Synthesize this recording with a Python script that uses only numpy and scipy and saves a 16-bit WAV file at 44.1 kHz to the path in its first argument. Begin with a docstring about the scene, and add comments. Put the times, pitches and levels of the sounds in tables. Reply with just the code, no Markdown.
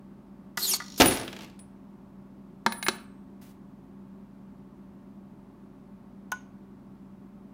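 """A brass cartridge case drops into a foil tray, which booms and crackles as the case rattles to rest.
It falls from a home-made annealing (heat-softening) machine when a whining servo motor pulls a plastic
gate aside. The next case is fed by hand through the heating coil, ringing as it taps down onto the gate.
Later a relay clicks the heater on. A fan and a pump hum steadily behind it all in a small workshop."""
import sys
import numpy as np
from scipy import signal
from scipy.fft import rfft, irfft, next_fast_len
from scipy.io import wavfile
from scipy.ndimage import map_coordinates

SR = 44100
rng = np.random.default_rng(int(sys.argv[2]) if len(sys.argv) > 2 else 0)


def wav_out(sig):
    """Save sig, one row per channel (or a flat mono array), as 16-bit PCM at SR to the path in sys.argv[1]."""
    wavfile.write(sys.argv[1], SR, np.round(np.clip(np.atleast_2d(sig).T, -1, 1) * 32767).astype(np.int16))


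N = 332205
TIME = np.arange(N) / SR
AGE = np.arange(SR) / SR  # seconds since a hit

# A mode is one tone a struck thing rings at; t60 is the time it takes to fade by 60 dB.
# Levels are relative: the functions scale them further.
# the falling case lands and bounces: t/s, boom level/dB, crackle level/dB, brass level/dB
LANDINGS = [(1.0003, -16.5, -19, -60), (1.0045, -18.5, -19, -60), (1.0096, -31, -15, -46),
            (1.0187, -31, -15.5, -28), (1.058, -30, -27, -20), (1.1102, -32.5, -33, -50),
            (1.1719, -43, -34, -64), (1.213, -39, -42, -44), (1.499, -70, -58.5, -82)]
# modes of the foil tray: f/Hz, level/dB, t60/s
TRAY_MODES = [(62, -26.5, .7), (76.3, -24, .4), (125.05, -15, 0.27), (167.05, -23, 0.23), (240, -14.5, .25),
              (262, -10, 0.4), (327, 4.5, .1), (340.3, -10.5, 0.6), (373, -8, 0.42), (509.1, -9, 0.13),
              (670, -13, .15), (711.2, -10, .16), (884, -5.5, .16), (1186, -18.5, .25), (1500, -19, 0.095),
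              (1916, -23, .2), (2560, -19.5, 0.12), (3350, -17, 0.13)]
# the crumpled foil's countless small modes, as bands of noise: f/Hz, level/dB, t60/s
FOIL_BANDS = [(60, -20, 0.397), (130, -13, 0.45), (295, -7.5, 0.35), (686, -3.5, 0.17), (1402, -14.5, 0.39),
              (2800, -18, 0.63), (5957, -31, 0.76)]
# the crackle of a hit in the tray: f/Hz, level/dB, t60/s
CRACKLE_BANDS = [(602, -12, .04), (1500, -4, .04), (2820, -0.5, 0.039), (5700, -2, .035),
                 (8360, -6.5, 0.013), (14000, -7.5, .02)]
# the tray's ribs ringing: f/Hz, level/dB, t60/s
RIB_BANDS = [(1775, -7, 0.044), (2720, -6, 0.044), (3200, -1, 0.031), (4530, -24, 0.011)]
# the case skids, then rolls: start/s, end/s, rise/s, level/dB, swell/(dB per s), t60/s
SKIDS = [(1.01, 1.138, .02, -41, -10, 0.69), (1.333, 1.447, 0.072, -55.5, -1, 0.21)]
# brass scraping on foil: f/Hz, level/dB
SCRAPE_SPECTRUM = [(400, -17.5), (1500, 0.5), (3000, -2), (5000, -9.5), (7000, -11.5), (9000, -16),
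                   (13000, -14.5), (16000, -22)]
# modes of the falling case, one in the pile and the fresh one: f/Hz, level/dB, t60/s, gap to twin/Hz
HOT_CASE_MODES = [(9680, -3.5, 0.29, 14), (8400, -18, .33, 16), (11150, -11, 0.36, 25),
                  (12730, -20, .15, 22), (14830, -6.5, .22, 11)]
PILE_CASE_MODES = [(9740, -2, 0.18, 4.5), (8200, -9, 0.17, 5.2), (9300, -13, .15, 9),
                   (10800, -31, 0.19, 12), (15000, -18, .2, 14)]
FRESH_CASE_MODES = [(9720, -4, 0.97, 2.3), (8419, -12, 0.61, 1.7), (11230, -3.5, 0.31, 14),
                    (14910, -2.5, .34, 17)]
# the fresh case taps its way down:
# t/s, knock level/dB, knock centre f/Hz, crack level/dB, first brass mode level/dB, other modes level/dB
FEED_TAPS = [(2.663, -8.5, 1170, -24, -44.5, -71), (2.7221, -26, 2420, -36, -43, -44),
             (2.8271, -24, 2310, -32, -30.5, -39.5), (2.865, -18, 1810, -38, -60.5, -46),
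             (2.8841, -16.5, 1400, -20, -54, -53)]
# modes of the plastic gate, the wooden housing and the copper coil: f/Hz, level/dB, t60/s
GATE_MODES = [(815, -4.5, 0.012), (933.6, -3.5, 0.045), (1128, -4.5, 0.022), (1207, -4.5, 0.02),
              (1316, -5.5, 0.02), (1590, -7.5, 0.04), (1707, -1.5, 0.03), (2148, -5.5, 0.04),
              (2508, -11.5, 0.048)]
HOUSING_MODES = [(225, 1, 0.13), (367, 4.5, 0.046), (547, -5.5, 0.086)]
COIL_MODES = [(3150, -13, .025), (3420, -6, .03), (3970, 1.5, .04), (4220, -2, .035), (4620, -4, .025),
              (5230, -7, .02), (6400, -7, .018), (7090, -8, .018)]
# the sharp crack of a tap or knock: f/Hz, level/dB, t60/s
CRACK_BANDS = [(909, -4.5, .035), (2003, -5.5, .03), (4160, -2.5, 0.038), (6700, -6, 0.018),
               (9900, -14, .014), (14060, -11.5, .012)]
# the servo pulls the gate aside, then pushes it back: t/s, level/dB, swell/(dB per s)
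SERVO_STROKES = [(.571, -36.5, 18), (.976, -35.5, -35.5)]
# the noise of turning gears: f/Hz, level/dB
GEAR_SPECTRUM = [(180, -54.5), (300, -20.5), (372, -1), (486, -25.5), (749, -15), (2100, -20.5),
                 (4160, -10), (4910, -7.5), (5430, -9.5), (9710, -12.5), (10900, -15.5), (12900, -6),
                 (16000, -28)]
# the whine sinks as the gate loads the gears: t/s, f/Hz
WHINE_PITCH = [(.62, 4304), (.657, 4174), (.674, 3570), (.698, 3210), (.713, 3170), (.716, 2822),
               (.729, 2744), (.738, 2208)]
# pitches that the gearbox makes louder: f/Hz, width/Hz, level/dB
GEARBOX_PEAKS = [(4314, 590, 1), (5600, 550, -2), (6880, 700, -3), (8700, 600, -9.5), (9653, 500, -1),
                 (12750, 1200, -5.5)]
# one twitch of the servo: f/Hz, level/dB, t60/s
TWITCH_BANDS = [(2900, -11, 0.071), (4470, -1, .06), (5000, -7.5, 0.037), (5630, -1.5, 0.075),
                (6180, -9, .05), (6817, -1.5, 0.032), (7560, -16, .03), (9600, -13, .04),
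                (13500, -16, .015)]
# the gate knocks as it starts and stops: t/s, knock level/dB, crack level/dB
GATE_KNOCKS = [(.574, -22.5, -27.5), (0.7371, -41.5, -30.5), (0.802, -31, -43.5), (.819, -39, -51)]
# modes of the servo's arm and slide: f/Hz, level/dB, t60/s
ARM_MODES = [(190, -16, .09), (800, -12, .04), (950, -7, .045), (1220, -1, .04), (1430, -3, .04),
             (1750, -1, .04), (1960, -1, .035)]
# the relay's moving arm hits and rebounds: t/s, snap level/dB, ring level/dB
RELAY_HITS = [(6.318, -38.5, -41), (6.3202, -41, -25.5)]
# the relay's snap and the modes of its frame: f/Hz, level/dB, t60/s
SNAP_BANDS = [(1400, -8, 0.042), (2980, -2.5, 0.049), (4380, -8, 0.012), (5720, -10, 0.044),
              (6500, 3, 0.026), (7040, -13, 0.019), (9000, -10, 0.038), (12536, -2.5, 0.022),
              (15700, 1, 0.018)]
RELAY_MODES = [(740, -13, .06), (860, -5, .05), (940, -4.5, .055), (1035, -2.5, .085), (1473, 1.5, .13),
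               (1590, -11, .07), (1700, -13, .04)]
# brushing skin: f/Hz, level/dB
SKIN_SPECTRUM = [(400, -25), (1400, 3), (3500, -1.5), (8000, -4), (13000, -2.5), (16000, -3)]
# the hum of fan and pump, and the air the fan moves: f/Hz, level/dB
HUM_TONES = [(44.5, -61.5), (87.5, -69.5), (134.5, -60), (195.2, -48.5), (269, -56.5), (540, -73),
             (587, -69), (893, -71.5), (1114, -73.5)]
AIR_SPECTRUM = [(25, -28), (60, -11.5), (100, -11), (150, -7), (205, 3), (290, -7.5), (385, -7),
                (460, -22.5), (620, -18), (1050, -20.5), (1600, -30), (3000, -39.5), (7000, -48),
                (15500, -49.5)]
# the workshop's echo: f/Hz, level/dB, t60/s
ROOM_BANDS = [(200, -14.5, 0.55), (600, -4.5, .45), (1500, -5.5, .5), (3500, -1.5, 0.38), (7000, 0.5, 0.3),
              (13980, 0.5, 0.093)]


def tray():
    """The case booms on the thin foil, bounces, rings, skids and rocks to rest against the others."""
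    skids = sum(amp(db) * envelope(s, end, rise, swell, t60) for s, end, rise, db, swell, t60 in SKIDS)
    out = skids * unit(amp(4.7 * wobble(300))) * noise(SCRAPE_SPECTRUM)
    boom = ring(TRAY_MODES, scatter_db=2.5)
    age = lifetime(TRAY_MODES)
    hops = rocking(count=8)
    light_hits = rattle(count=8) + [(s, -44.5 - k) for k, s in enumerate(hops)]  # each hop loses 1 dB
    hits = [row[:3] for row in LANDINGS] + [(s, db - 4, db) for s, db in light_hits]
    for s, boom_db, crackle_db in hits:
        retune = 1 + .02 * rng.normal()  # the foil bends under each hit, shifting its pitch
        add(out, s, amp(boom_db) * np.interp(retune * age, age, boom))
        add(out, s, amp(boom_db - .5) * burst(FOIL_BANDS))
        add(out, s, amp(crackle_db) * burst(CRACKLE_BANDS))
    brass_hits = [(s, db, db) for s, _, _, db in LANDINGS]
    ringing = brass(HOT_CASE_MODES, brass_hits, twin_gain=.15, tumble_db=4, jostle=.8)
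    add(out, LANDINGS[0][0], ringing.sum(axis=0))
    for k, s in enumerate(hops):
        add(out, s, amp(-35.5 - 3 * k) * burst(RIB_BANDS))
    slip_s = 1.5915  # a case in the pile slips with a last faint tink
    tink = brass(PILE_CASE_MODES, [(slip_s, -49, -49)], twin_gain=.2, tumble_db=1, jostle=.3)
    add(out, slip_s, tink.sum(axis=0))
    add(out, slip_s, amp(-57.5) * burst(CRACKLE_BANDS))
    return out


def rattle(count, start_s=1.06, end_s=1.24, fall_db_per_s=57.5):
    """Light, uneven hits follow the landing and die away; gives rows of t/s, level/dB."""
    ages = (np.arange(count) + rng.random(count)) / count * (end_s - start_s)
    return [(start_s + age, -33 - fall_db_per_s * age + 2.5 * rng.normal()) for age in ages]


def rocking(count, start_s=1.279, first_hop_s=.05, shrink=.71, shortest_s=.0128):
    """The case rocks on the tray's ribs in hops that quicken into a chatter; gives their times."""
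    flights = np.maximum(first_hop_s * shrink ** np.arange(count - 1), shortest_s)
    return start_s + np.append(0, np.cumsum(flights))


def brass(modes, hits, twin_gain, tumble_db, jostle):
    """A case's thin wall rings, each hit adding energy; gives one row per mode, from the first hit on."""
    start = min(row[0] for row in hits)
    rows = []
    for k, (hz, db, t60, gap_hz) in enumerate(modes):
        energy, decay = np.zeros(SR), fade(AGE, t60) ** 2
        for s, first_db, others_db in hits:
            add(energy, s - start, amp(others_db if k else first_db) ** 2 * decay)
        tone = np.sin(2 * np.pi * hz * AGE + jostle * wobble(120)[:SR])  # light touches unsettle it
        # a slightly oval case gives each mode a close twin, and the two throb together
        twin = twin_gain * np.sin(2 * np.pi * (hz + gap_hz) * AGE)
        gain = amp(db + tumble_db * wobble(70)[:SR])  # louder and softer as the case turns
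        rows.append(gain * np.sqrt(energy) * (tone + twin))
    return np.array(rows)


def fresh_case(seated_s=2.886):
    """The next case taps the coil and the gate, shakes the housing and rings on between the taps."""
    out, housing = np.zeros(N), np.zeros(N)
    for s, knock_db, centre_hz, crack_db, _, _ in FEED_TAPS:
        # where the case lands decides which of the gate's modes answer most
        struck = [(hz, db - 12 * np.log2(hz / centre_hz) ** 2, t60) for hz, db, t60 in GATE_MODES]
        add(out, s, amp(knock_db) * ring(struck, scatter_db=-.5))
        thump_db = crack_db - 4 - 21.5 * np.log2(centre_hz / 1200)  # higher knocks shake the wood less
        add(housing, s, amp(thump_db) * ring(HOUSING_MODES, scatter_db=2.5))
        add(out, s, amp(crack_db) * burst(CRACK_BANDS))
        add(out, s, amp(crack_db - .5) * ring(COIL_MODES, scatter_db=1.5))
    start = FEED_TAPS[0][0]
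    hits = [(row[0], *row[-2:]) for row in FEED_TAPS]
    first_mode, *others = brass(FRESH_CASE_MODES, hits, twin_gain=.3, tumble_db=3.5, jostle=.2)
    choke = fade(np.maximum(start + AGE - seated_s, 0), .29)  # standing on plastic mutes the first mode
    add(out, start, first_mode * choke + sum(others))
    return cut_bass(out + housing, hz=150, order=2)  # the small housing gives off little bass


def servo(stroke_s=.194):
    """The motor's gears rasp on both strokes and whine while they pull the gate."""
    whine = gear_whine()
    drive = sum(amp(db) * envelope(s, s + stroke_s, .003, swell, .035) for s, db, swell in SERVO_STROKES)
    teeth = unit(amp(.83 * wobble(700)))  # a fast flutter in level
    return teeth * (drive * noise(GEAR_SPECTRUM) + whine)


def gear_whine():
    """A rough, sinking tone whose overtones flare as they pass the pitches the gearbox favours."""
    pitch = np.interp(TIME, *np.transpose(WHINE_PITCH))
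    phase = 2 * np.pi * np.cumsum(pitch * (1 + .01 * wobble(900))) / SR
    whine = np.zeros(N)
    for k in range(1, 5):
        gain = sum(amp(db) / (1 + (2 * (k * pitch - hz) / width) ** 2) for hz, width, db in GEARBOX_PEAKS)
        rasp = .75 * wobble(1100)  # uneven teeth smear each overtone
        whine += (gain + .12) * np.sin(k * phase + rasp)
    return whine * amp(-29) * envelope(.614, .742, rise_s=.016, swell_db_per_s=45, t60=.064)


def servo_hold(start_s=.7815, pulse_s=.01995, growth_db_per_s=25):
    """Holding the gate open, the servo buzzes and twitches at each control pulse, more as it strains."""
    end_s = SERVO_STROKES[1][0]
    buzz = noise([(TWITCH_BANDS[0][0] / 2, -40)] + [row[:2] for row in TWITCH_BANDS])
    out = amp(-59) * envelope(start_s, end_s, rise_s=.003, swell_db_per_s=0, t60=.035) * buzz
    for s in np.arange(start_s, end_s, pulse_s):
        db = -52 + growth_db_per_s * (s - start_s) + .5 * rng.normal()
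        add(out, s, amp(db) * burst(TWITCH_BANDS))
    return out


def gate():
    """The loose plastic slide knocks as it takes up its slack."""
    out = np.zeros(N)
    for s, knock_db, crack_db in GATE_KNOCKS:
        add(out, s, amp(knock_db) * ring(ARM_MODES, scatter_db=2.5))
        add(out, s, amp(crack_db) * burst(CRACK_BANDS))
    return out


def relay():
    """The switch shuts with a bright snap that carries into the room, and its frame rings briefly."""
    snap, frame = np.zeros(N), np.zeros(N)
    for s, snap_db, ring_db in RELAY_HITS:
        add(snap, s, amp(snap_db) * burst(SNAP_BANDS))
        add(frame, s, amp(ring_db) * ring(RELAY_MODES, scatter_db=.5))
    return workshop(snap, echo_db=-14) + workshop(frame, echo_db=-24)


def hand():
    """The hand makes a soft, grainy brush as it draws back."""
    stroke = envelope(3.412, 3.51, rise_s=.0077, swell_db_per_s=-66, t60=.18)
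    return stroke * amp(-56.5 + 1.3 * wobble(200)) * noise(SKIN_SPECTRUM)


def fan_and_pump():
    """Slightly unsteady humming tones over rushing air."""
    hum = sum(amp(db + .41 * wobble(7)) * np.sin(2 * np.pi * hz * TIME + .45 * wobble(3.6))
              for hz, db in HUM_TONES)
    return hum + amp(-52) * noise(AIR_SPECTRUM)


def workshop(x, echo_db):
    """Add the room's short echo, which builds up as the first reflections arrive."""
    tail = burst(ROOM_BANDS) * (1 - np.exp(-lifetime(ROOM_BANDS) / .0021))
    return x + amp(echo_db) * signal.oaconvolve(x, tail / np.linalg.norm(tail))[:N]


def ring(modes, scatter_db, contact_s=.0005):
    """The fading tones of a struck thing, at slightly new strengths on each call."""
    t = lifetime(modes)
    tones = sum(amp(db + scatter_db * rng.normal()) * fade(t, t60) * np.sin(2 * np.pi * hz * t)
                for hz, db, t60 in modes)
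    return tones * (1 - np.exp(-t / contact_s))


def burst(bands):
    """Noise in overlapping bands, each dying at its own speed."""
    t = lifetime(bands)
    white = rfft(rng.standard_normal(SR)[:len(t)])
    pitch = np.log(np.fft.rfftfreq(len(t), 1 / SR) + 1)
    centres = np.log([bands[0][0] / 2] + [row[0] for row in bands] + [bands[-1][0] * 2])
    shares = np.eye(len(centres))[1:-1]  # each band peaks at its centre and ends at its neighbours'
    return sum(unit(irfft(white * np.interp(pitch, centres, share), len(t))) * amp(db) * fade(t, t60)
               for share, (_, db, t60) in zip(shares, bands))


def noise(spectrum):
    """Steady noise of strength 1, shaped by rows of f/Hz, level/dB."""
    hz, db = np.transpose(spectrum)
    size = next_fast_len(N)
    pitch = np.log(np.fft.rfftfreq(size, 1 / SR) + 1)
    colour = amp(np.interp(pitch, np.log(hz), db))
    return unit(irfft(rfft(rng.standard_normal(size)) * colour)[:N])


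def wobble(rate):
    """A smooth curve through `rate` random points a second."""
    points = rng.standard_normal(N // 20)
    steps = np.arange(8 * (int(N * rate / SR) + 2)) / 8
    return np.interp(TIME * rate, steps, map_coordinates(points, [steps]))


def envelope(start, end, rise_s, swell_db_per_s, t60):
    """A loudness curve that rises at `start`, swells or sags until `end`, then fades."""
    rise = np.clip((TIME - start) / rise_s, 0, 1)
    held = np.clip(TIME, start, end) - start
    return rise * amp(swell_db_per_s * held) * fade(np.maximum(TIME - end, 0), t60)


def fade(t, t60):
    """Die away by 60 dB every t60 seconds."""
    return np.exp(-np.log(1000) * t / t60)


def lifetime(modes):
    """Seconds since a hit, for as long as the slowest mode sounds (1 s at most)."""
    return AGE[:next_fast_len(int(1.3 * SR * max(row[2] for row in modes)))]


def add(track, s, sound):
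    """Mix a sound into the track at s seconds."""
    part = track[round(s * SR):][:len(sound)]
    part += sound[:len(part)]


def cut_bass(x, hz, order):
    """Turn down everything below hz; a higher order cuts more steeply."""
    return signal.sosfilt(signal.butter(order, hz, "highpass", fs=SR, output="sos"), x)


def amp(db):
    """Turn decibels into a multiplier."""
    return 10 ** (np.asarray(db) / 20)


def unit(x):
    """Scale to an average strength (rms) of 1."""
    return x / np.sqrt(np.mean(x ** 2) + 1e-20)


def scene():
    """Everything on the bench, heard from close by in one channel."""
    machine = workshop(servo() + servo_hold() + gate(), echo_db=-15.5)
    cases = workshop(tray(), echo_db=-13.5) + workshop(fresh_case(), echo_db=-17)
    return (cases + machine + relay() + workshop(hand(), echo_db=-20) + fan_and_pump())[None]


def record(dry, peak_limit=.8, top_hz=15900):
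    """Drop the deepest bass, round off the peaks and cut the highest treble."""
    heard = cut_bass(dry, hz=42, order=4)
    rounded = heard / (1 + (heard / peak_limit) ** 4) ** (1 / 4)
    return signal.oaconvolve(rounded, signal.firwin(301, top_hz, fs=SR)[None], mode="same")


dry = scene()
out = record(dry)
wav_out(out)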